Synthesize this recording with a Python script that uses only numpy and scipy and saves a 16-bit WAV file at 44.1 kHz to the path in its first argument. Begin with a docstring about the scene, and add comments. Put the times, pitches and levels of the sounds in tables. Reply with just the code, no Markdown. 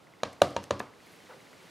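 """At a craft table in a small room, a wooden rubber stamp is tapped four times on an ink pad.
Each tap is a soft knock, a clack from the pad's plastic case, a hard click and a thump of the table.
The sticky rubber peels off between taps; the last lift picks up the case, which drops back on the mat.
Then the stamp is carried away with a soft brushing sound.
Behind it all are low room noise, a swelling hiss and a faint regular tick."""
import sys
import numpy as np
from scipy import signal
from scipy.fft import rfft, irfft, next_fast_len
from scipy.io import wavfile

SR = 44100
rng = np.random.default_rng(int(sys.argv[2]) if len(sys.argv) > 2 else 0)


def log_audio(samples):
    """Write samples as a 16-bit WAV file to the path given in sys.argv[1]."""
    # one column per channel
    frames = np.atleast_2d(samples).T
    # limit to full scale, then quantise
    limited = np.clip(frames, -1, 1)
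    pcm = np.round(limited * 32767).astype(np.int16)
    wavfile.write(sys.argv[1], SR, pcm)


N = 74970

# The tone of the low room noise and of the hiss. Each row: frequency in Hz, relative level in dB.
RUMBLE_TONE = [(15, -34), (25, -21.5), (173, 3), (209, -1), (305, 1), (501, -0.5), (637, -2.5), (718, -2),
               (769, -4), (913, -4.5), (1500, -8.5), (1950, -16), (3300, -120)]
HISS_TONE = [(410, -14.5), (700, -12), (1100, -13), (1290, -9), (1780, -5.5), (2130, -4.5), (4300, -8.5),
             (5500, -12), (10900, -19), (15500, -26.5)]
# How loud those two are over time. Each row: time in seconds, level in dB.
RUMBLE_LEVELS = [(0, -59), (.2, -59), (1.0, -58.5), (1.7, -57.5)]
HISS_LEVELS = [(0, -65.5), (.2, -65), (.6, -64), (.92, -65.5), (1.07, -59), (1.25, -59.5), (1.5, -60),
               (1.7, -58)]
# How long the room echoes. Each row: frequency in Hz, seconds to fade by 60 dB.
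ECHO_FADE = [(100, 0.44), (300, 0.33), (700, 0.42), (2000, 0.41), (5000, 0.49), (12000, 0.44)]
# The tone of that echo. Each row: frequency in Hz, gain in dB.
ECHO_TONE = [(60, 1.5), (150, 1.5), (300, -2.5), (600, -12.5), (1100, -7.5), (2000, -14.5), (5000, -12),
             (12000, -14)]
# How much left and right differ for the background, the echo and close sounds.
# Each row: frequency in Hz, gain of the differing part in dB.
BACKGROUND_WIDTH = [(60, -7.5), (400, -2.5), (2400, -6), (4400, -43)]
ECHO_WIDTH = [(60, -32), (250, -41), (700, -31), (1400, -22), (3300, -52), (7000, -52)]
CLOSE_WIDTH = [(700, -42), (2400, -46), (4400, -46), (7500, -33), (12000, -42)]
# How sounds lean to one side. Each row: frequency in Hz, left level minus right level in dB.
BACKGROUND_LEAN = [(700, -1.3), (2400, -1), (4400, 0)]
CLOSE_LEAN = [(2000, 0), (3300, -.6), (5500, -1), (9000, 0)]

# Rubber peeling off the ink, skin sliding on the wood, and the soft brush of handling.
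# Each row: start in seconds, level in dB, seconds to reach the peak.
PEEL_PUFFS = [(.3255, -54.5, 0.0044), (.503, -54, 0.0031), (.625, -57, 0.0094), (.6395, -41, 0.0009),
              (.7925, -43, 0.0037)]
SLIDE_PUFFS = [(1.06, -66, 0.0066), (1.112, -65.5, 0.012), (1.161, -65, 0.0021)]
BRUSH_PUFFS = [(1.28, -48, 0.029)]
# The tone of those three noises. Each row: frequency in Hz, relative level in dB.
PEEL_TONE = [(100, -27), (500, 0.5), (1700, 0.5), (4000, -1), (6500, 3), (8000, -2), (10000, -7),
             (13000, -8.5), (15500, -34)]
SLIDE_TONE = [(2000, -22), (6000, -20), (11000, 2), (15500, -12)]
BRUSH_TONE = [(60, -31), (150, -24), (300, -15), (510, 9.5), (700, -2), (1000, -2.5), (1600, -3),
              (2300, -19), (8000, -35)]

# The four taps. Each row: time in seconds, knock level in dB, knock pitch factor, knock length factor,
# clack level in dB, clack pitch factor, rim level in dB, rim base pitch in Hz, click level in dB,
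# click treble limit in Hz, table thump level in dB, case hum level in dB, echo gain in dB.
STAMP_TAPS = [(0.2331, -17, 0.98, 0.58, -20.5, 1.046, -30, 1680, -20, 8200, -44, -42, 0),
              (0.4181, -4, 0.97, 1.217, -13.5, 1.138, -16.5, 1483, -13, 14900, -35, -30.5, -0.5),
              (0.5646, -19, 0.95, 0.55, -24, 1.016, -32, 1720, -23, 7800, -40.5, -31, 0.5),
              (0.7078, -13.5, 0.94, 0.95, -17.5, 1.01, -28.5, 1760, -21.5, 8350, -36, -50, 1)]
# The muffled notes of the block knocking on the pad and of the case clacking under it.
# Each row: base pitch in Hz, relative level in dB, base time to the peak in seconds.
KNOCK_NOTES = [(158, -25, 0.0055), (327.7, -17.5, 0.00578), (631.3, 1.5, 0.003456), (671, -6, 0.004237)]
CLACK_NOTES = [(1085, -1, 0.001986), (1320, -22, 0.00179)]
# The ringing notes of the stamp's click, the table, the humming case and the dropped case.
# Each row: pitch in Hz, relative level in dB, seconds to fade by 60 dB.
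CLICK_NOTES = [(2376, -8.5, 0.016), (2840, -7, 0.013), (3247, -8.5, 0.012), (3570, -14.5, 0.018),
               (3955, -4.5, 0.013), (4420, -18, 0.018), (5790, -7, 0.011), (6730, -10.5, 0.019),
               (8580, -27, 0.008), (9330, -16, 0.0089), (10860, -13, .009)]
TABLE_NOTES = [(89.4, 3.5, 0.22), (125.2, -3.5, 0.39), (200.3, 0.5, 0.2), (290.3, -3, 0.43),
               (354, 1.5, 0.14), (559.7, 5, 0.18), (763, 6.5, 0.082), (1224, -3, 0.13)]
HUM_NOTES = [(933, 2.5, 0.098), (2810, -15.5, 0.17), (2720, -14, 0.052)]
DROP_NOTES = [(200, -6.5, 0.085), (420, 3.5, 0.02), (570, -0.5, 0.025), (720, 1.5, 0.032),
              (995, -0.5, 0.041), (1190, 0, 0.029), (1717, 5.5, 0.019), (2220, -11, 0.011),
              (2570, -4, 0.021), (3700, -4.5, 0.011), (4360, -16, 0.013)]
# The tone of the contact noise in the click, and of what the click and the drop send into the room.
# Each row: frequency in Hz, relative level in dB.
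CRACK_TONE = [(300, -26), (1400, -5), (2050, -33), (2800, -12), (4500, 0.5), (7500, -1.5), (11000, -3),
              (15500, -19)]
CLICK_ROOM_TONE = [(900, -56), (1600, 8.5), (2100, 6), (2800, 3.5), (4300, 1), (7000, -8), (10000, -11.5),
                   (15500, -24)]
DROP_ROOM_TONE = [(150, -6), (450, 10.5), (1100, 7.5), (1800, 3), (2700, 0.5), (4500, -15), (12000, -28)]


def amp(db):
    """Turns decibels into a number to multiply by."""
    return 10 ** (np.asarray(db) / 20)


def along(points, hz):
    """Reads between the rows of a (Hz, value) table, on a log frequency scale."""
    frequencies, values = np.transpose(points)
    return np.interp(np.log(hz + 1), np.log(frequencies + 1), values)


def since(start_s):
    """A clock in seconds that stays at zero until start_s."""
    return np.maximum(np.arange(N) / SR - start_s, 0)


def filtered(x, gain_at):
    """Turns each frequency in x up or down by gain_at(hz)."""
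    size = next_fast_len(N + SR // 2)
    hz = np.fft.rfftfreq(size, 1 / SR)
    return irfft(rfft(x, size) * gain_at(hz), size)[..., :N]


def shaped(x, tone):
    """Filters x with a (Hz, dB) table."""
    return filtered(x, lambda hz: amp(along(tone, hz)))


def noise(tone):
    """Noise with the given tone and an average (rms) size of 1."""
    x = shaped(rng.standard_normal(N), tone)
    return x / np.sqrt(np.mean(x ** 2) + 1e-20)


def burst(t, tone, fade_s):
    """A crack of noise that starts at once and falls 60 dB in fade_s."""
    return amp(-60 * t / fade_s) * (t > 0) * noise(tone)


def pulse(at_s, tone):
    """One sharp push with the given tone."""
    return shaped(signal.unit_impulse(N, round(at_s * SR)), tone)


def swell(t, peak_s, order):
    """Rises to 1 at peak_s and dies away; a higher order starts more softly."""
    return (t / peak_s * np.exp(1 - t / peak_s)) ** order


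def muffled(t, notes, order, pitch=1, length=1):
    """A cushioned blow: each note swells and dies within a few vibrations."""
    out = np.zeros(N)
    for hz, db, base_s in notes:
        peak_s = base_s * length
        out += amp(db) * swell(t, peak_s, order) * np.cos(2 * np.pi * hz * pitch * (t - peak_s))
    return out


def ring(t, notes, scatter_db):
    """A struck object rings and fades; scatter_db varies each note's level at random."""
    out = np.zeros(N)
    for k, (hz, db, fade_s) in enumerate(notes):
        level = amp(db + scatter_db * rng.standard_normal() - 60 * t / fade_s)
        out += (-1) ** k * level * np.sin(2 * np.pi * hz * t)  # every other note starts downward
    return out


def stereo(middle, side, width, lean):
    """Makes left and right by adding the side signal to one and taking it from the other."""
    side = shaped(side, width)
    pair = np.array([middle + side, middle - side])
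    return filtered(pair, lambda hz: amp(np.outer([.5, -.5], along(lean, hz))))


def room_echo():
    """The room's answer to a sharp sound: fading noise, strongest when the near walls reply."""
    onset_s, walls_db, walls_s, walls_spread_s = 0.0014, 3, 0.021, 0.013
    hz, t, bands = signal.stft(rng.standard_normal(SR // 2), SR, nperseg=256)
    fade = amp(-60 * t / along(ECHO_FADE, hz)[:, None])
    tail = signal.istft(bands * fade, SR, nperseg=256)[1]
    t = np.arange(len(tail)) / SR
    tail = shaped(tail / np.linalg.norm(tail), ECHO_TONE)[:len(t)]
    onset = 1 - np.exp(-(t / onset_s) ** 2)
    near_walls = amp(walls_db * np.exp(-((t - walls_s) / walls_spread_s) ** 2))
    return tail * onset * near_walls


def in_room(direct, sent):
    """A close sound plus the echo of what it sends into the room, almost alike left and right."""
    echo = signal.fftconvolve(sent, room_echo())[:N]
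    side_echo = signal.fftconvolve(sent, room_echo())[:N]
    apart = filtered(direct, lambda hz: 1j * amp(along(CLOSE_WIDTH, hz)))  # 1j: a quarter-wave shift
    return stereo(direct + echo, side_echo, ECHO_WIDTH, CLOSE_LEAN) + np.array([apart, -apart])


def room_noise():
    """A low rumble and a hiss that swells after about a second."""
    t = since(0)
    rumble = amp(np.interp(t, *np.transpose(RUMBLE_LEVELS))) * noise(RUMBLE_TONE)
    hiss = amp(np.interp(t, *np.transpose(HISS_LEVELS))) * noise(HISS_TONE)
    return rumble + hiss


def ticking():
    """A faint, even tick whose pitch varies a little each time."""
    first_s, gap_s = 0.07, 0.06665
    base_hz, db, peak_s = 2050, -49.5, 0.001226
    out = np.zeros(N)
    for start_s in np.arange(first_s, N / SR, gap_s):
        hz = base_hz * (1 + 0.02 * rng.standard_normal())
        out += muffled(since(start_s), [(hz, db, peak_s)], order=2)
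    return out


def background():
    """The tick sits near the middle and the room noise spreads around it."""
    middle = ticking() + room_noise()
    side = amp(-3) * room_noise()
    return stereo(middle, side, BACKGROUND_WIDTH, BACKGROUND_LEAN)


def puffs(rows, tone):
    """Short swells of rubbing or peeling noise."""
    return sum(amp(db) * swell(since(start_s), peak_s, order=2) * noise(tone)
               for start_s, db, peak_s in rows)


def handling():
    """Rubber peels, skin slides, something brushes softly, and the grip shifts with a tiny snap."""
    snap_tone = [(300, -8), (2000, 3), (4000, -26), (12000, -28)]
    snap = amp(-45) * burst(since(start_s=1.5305), snap_tone, fade_s=0.012)
    peels = puffs(PEEL_PUFFS, PEEL_TONE)
    slides = puffs(SLIDE_PUFFS, SLIDE_TONE)
    brush = puffs(BRUSH_PUFFS, BRUSH_TONE)
    close = peels + slides + brush + snap
    return in_room(close, sent=close)


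def case_drop():
    """The case comes unstuck from the stamp and rings briefly as it lands on the soft mat."""
    land_s, rise_s = 0.8019, 0.00042
    t = since(land_s)
    clatter = amp(-30) * ring(t, DROP_NOTES, scatter_db=0.5) * (1 - np.exp(-t / rise_s))
    return in_room(clatter, sent=pulse(land_s, DROP_ROOM_TONE))


def table_thump(t):
    """The table starts to shake just after a tap and rings on."""
    rise_s = 0.014
    return ring(t, TABLE_NOTES, scatter_db=1) * (1 - np.exp(-t / rise_s))


def case_hollow(x, hz, width_hz):
    """The case cancels a narrow band of pitches between the block's knock and its own clack."""
    return signal.lfilter(*signal.iirnotch(hz, hz / width_hz, fs=SR), x)


def stamp_click(at_s, db, limit_hz):
    """The stamp hits bottom with a hard click. Gives the close sound and what goes into the room."""
    t, rise_s = since(at_s), 0.0005
    ringing = ring(t, CLICK_NOTES, scatter_db=2.13)
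    crack = amp(-11) * burst(t, CRACK_TONE, fade_s=0.015)
    close = (ringing + crack) * (1 - np.exp(-t / rise_s))
    sent = amp(21) * pulse(at_s, CLICK_ROOM_TONE)
    return amp(db) * filtered([close, sent], lambda hz: 1 / np.sqrt(1 + (hz / limit_hz) ** 6))


def stamp_taps():
    """The soft rubber lands first, then the block clicks, and the case and the table answer."""
    base_lead_s, clack_delay_s, rim_peak_s, hollow_base_hz = 0.00209, 0.00037, 0.001892, 808
    out = np.zeros((2, N))
    for (at_s, knock_db, knock_pitch, knock_length, clack_db, clack_pitch, rim_db, rim_base_hz,
         click_db, limit_hz, thump_db, hum_db, echo_db) in STAMP_TAPS:
        t = since(at_s)
        knock_t = since(at_s - base_lead_s * knock_length)
        clack_t = since(at_s + clack_delay_s)
        knock = amp(knock_db) * muffled(knock_t, KNOCK_NOTES, order=5,
                                        pitch=knock_pitch, length=knock_length)
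        clack = amp(clack_db) * muffled(clack_t, CLACK_NOTES, order=3, pitch=clack_pitch, length=0.88)
        # The pitch of the case's rim depends on where the stamp lands.
        rim = muffled(t, [(rim_base_hz, rim_db, rim_peak_s)], order=3, pitch=0.98)
        hum = amp(hum_db) * ring(t, HUM_NOTES, scatter_db=0)
        click, click_sent = stamp_click(at_s, click_db, limit_hz)
        thump = amp(thump_db) * table_thump(t)
        body = case_hollow(knock + clack + rim, hollow_base_hz * clack_pitch, width_hz=90)
        sent = amp(echo_db) * (knock + clack + click_sent)
        out += in_room(body - hum + click + thump, sent)
    return out


def scene():
    """Everything at the table, added together."""
    return stamp_taps() + case_drop() + handling() + background()


def record(dry):
    """Takes away the deepest bass and the very highest treble."""
    low_hz, top_hz = 58, 15800
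    low_cut = signal.butter(2, low_hz, "highpass", fs=SR, output="sos")
    return filtered(signal.sosfilt(low_cut, dry), lambda hz: 1 / (1 + (hz / top_hz) ** 120))


dry = scene()
out = record(dry)
log_audio(out)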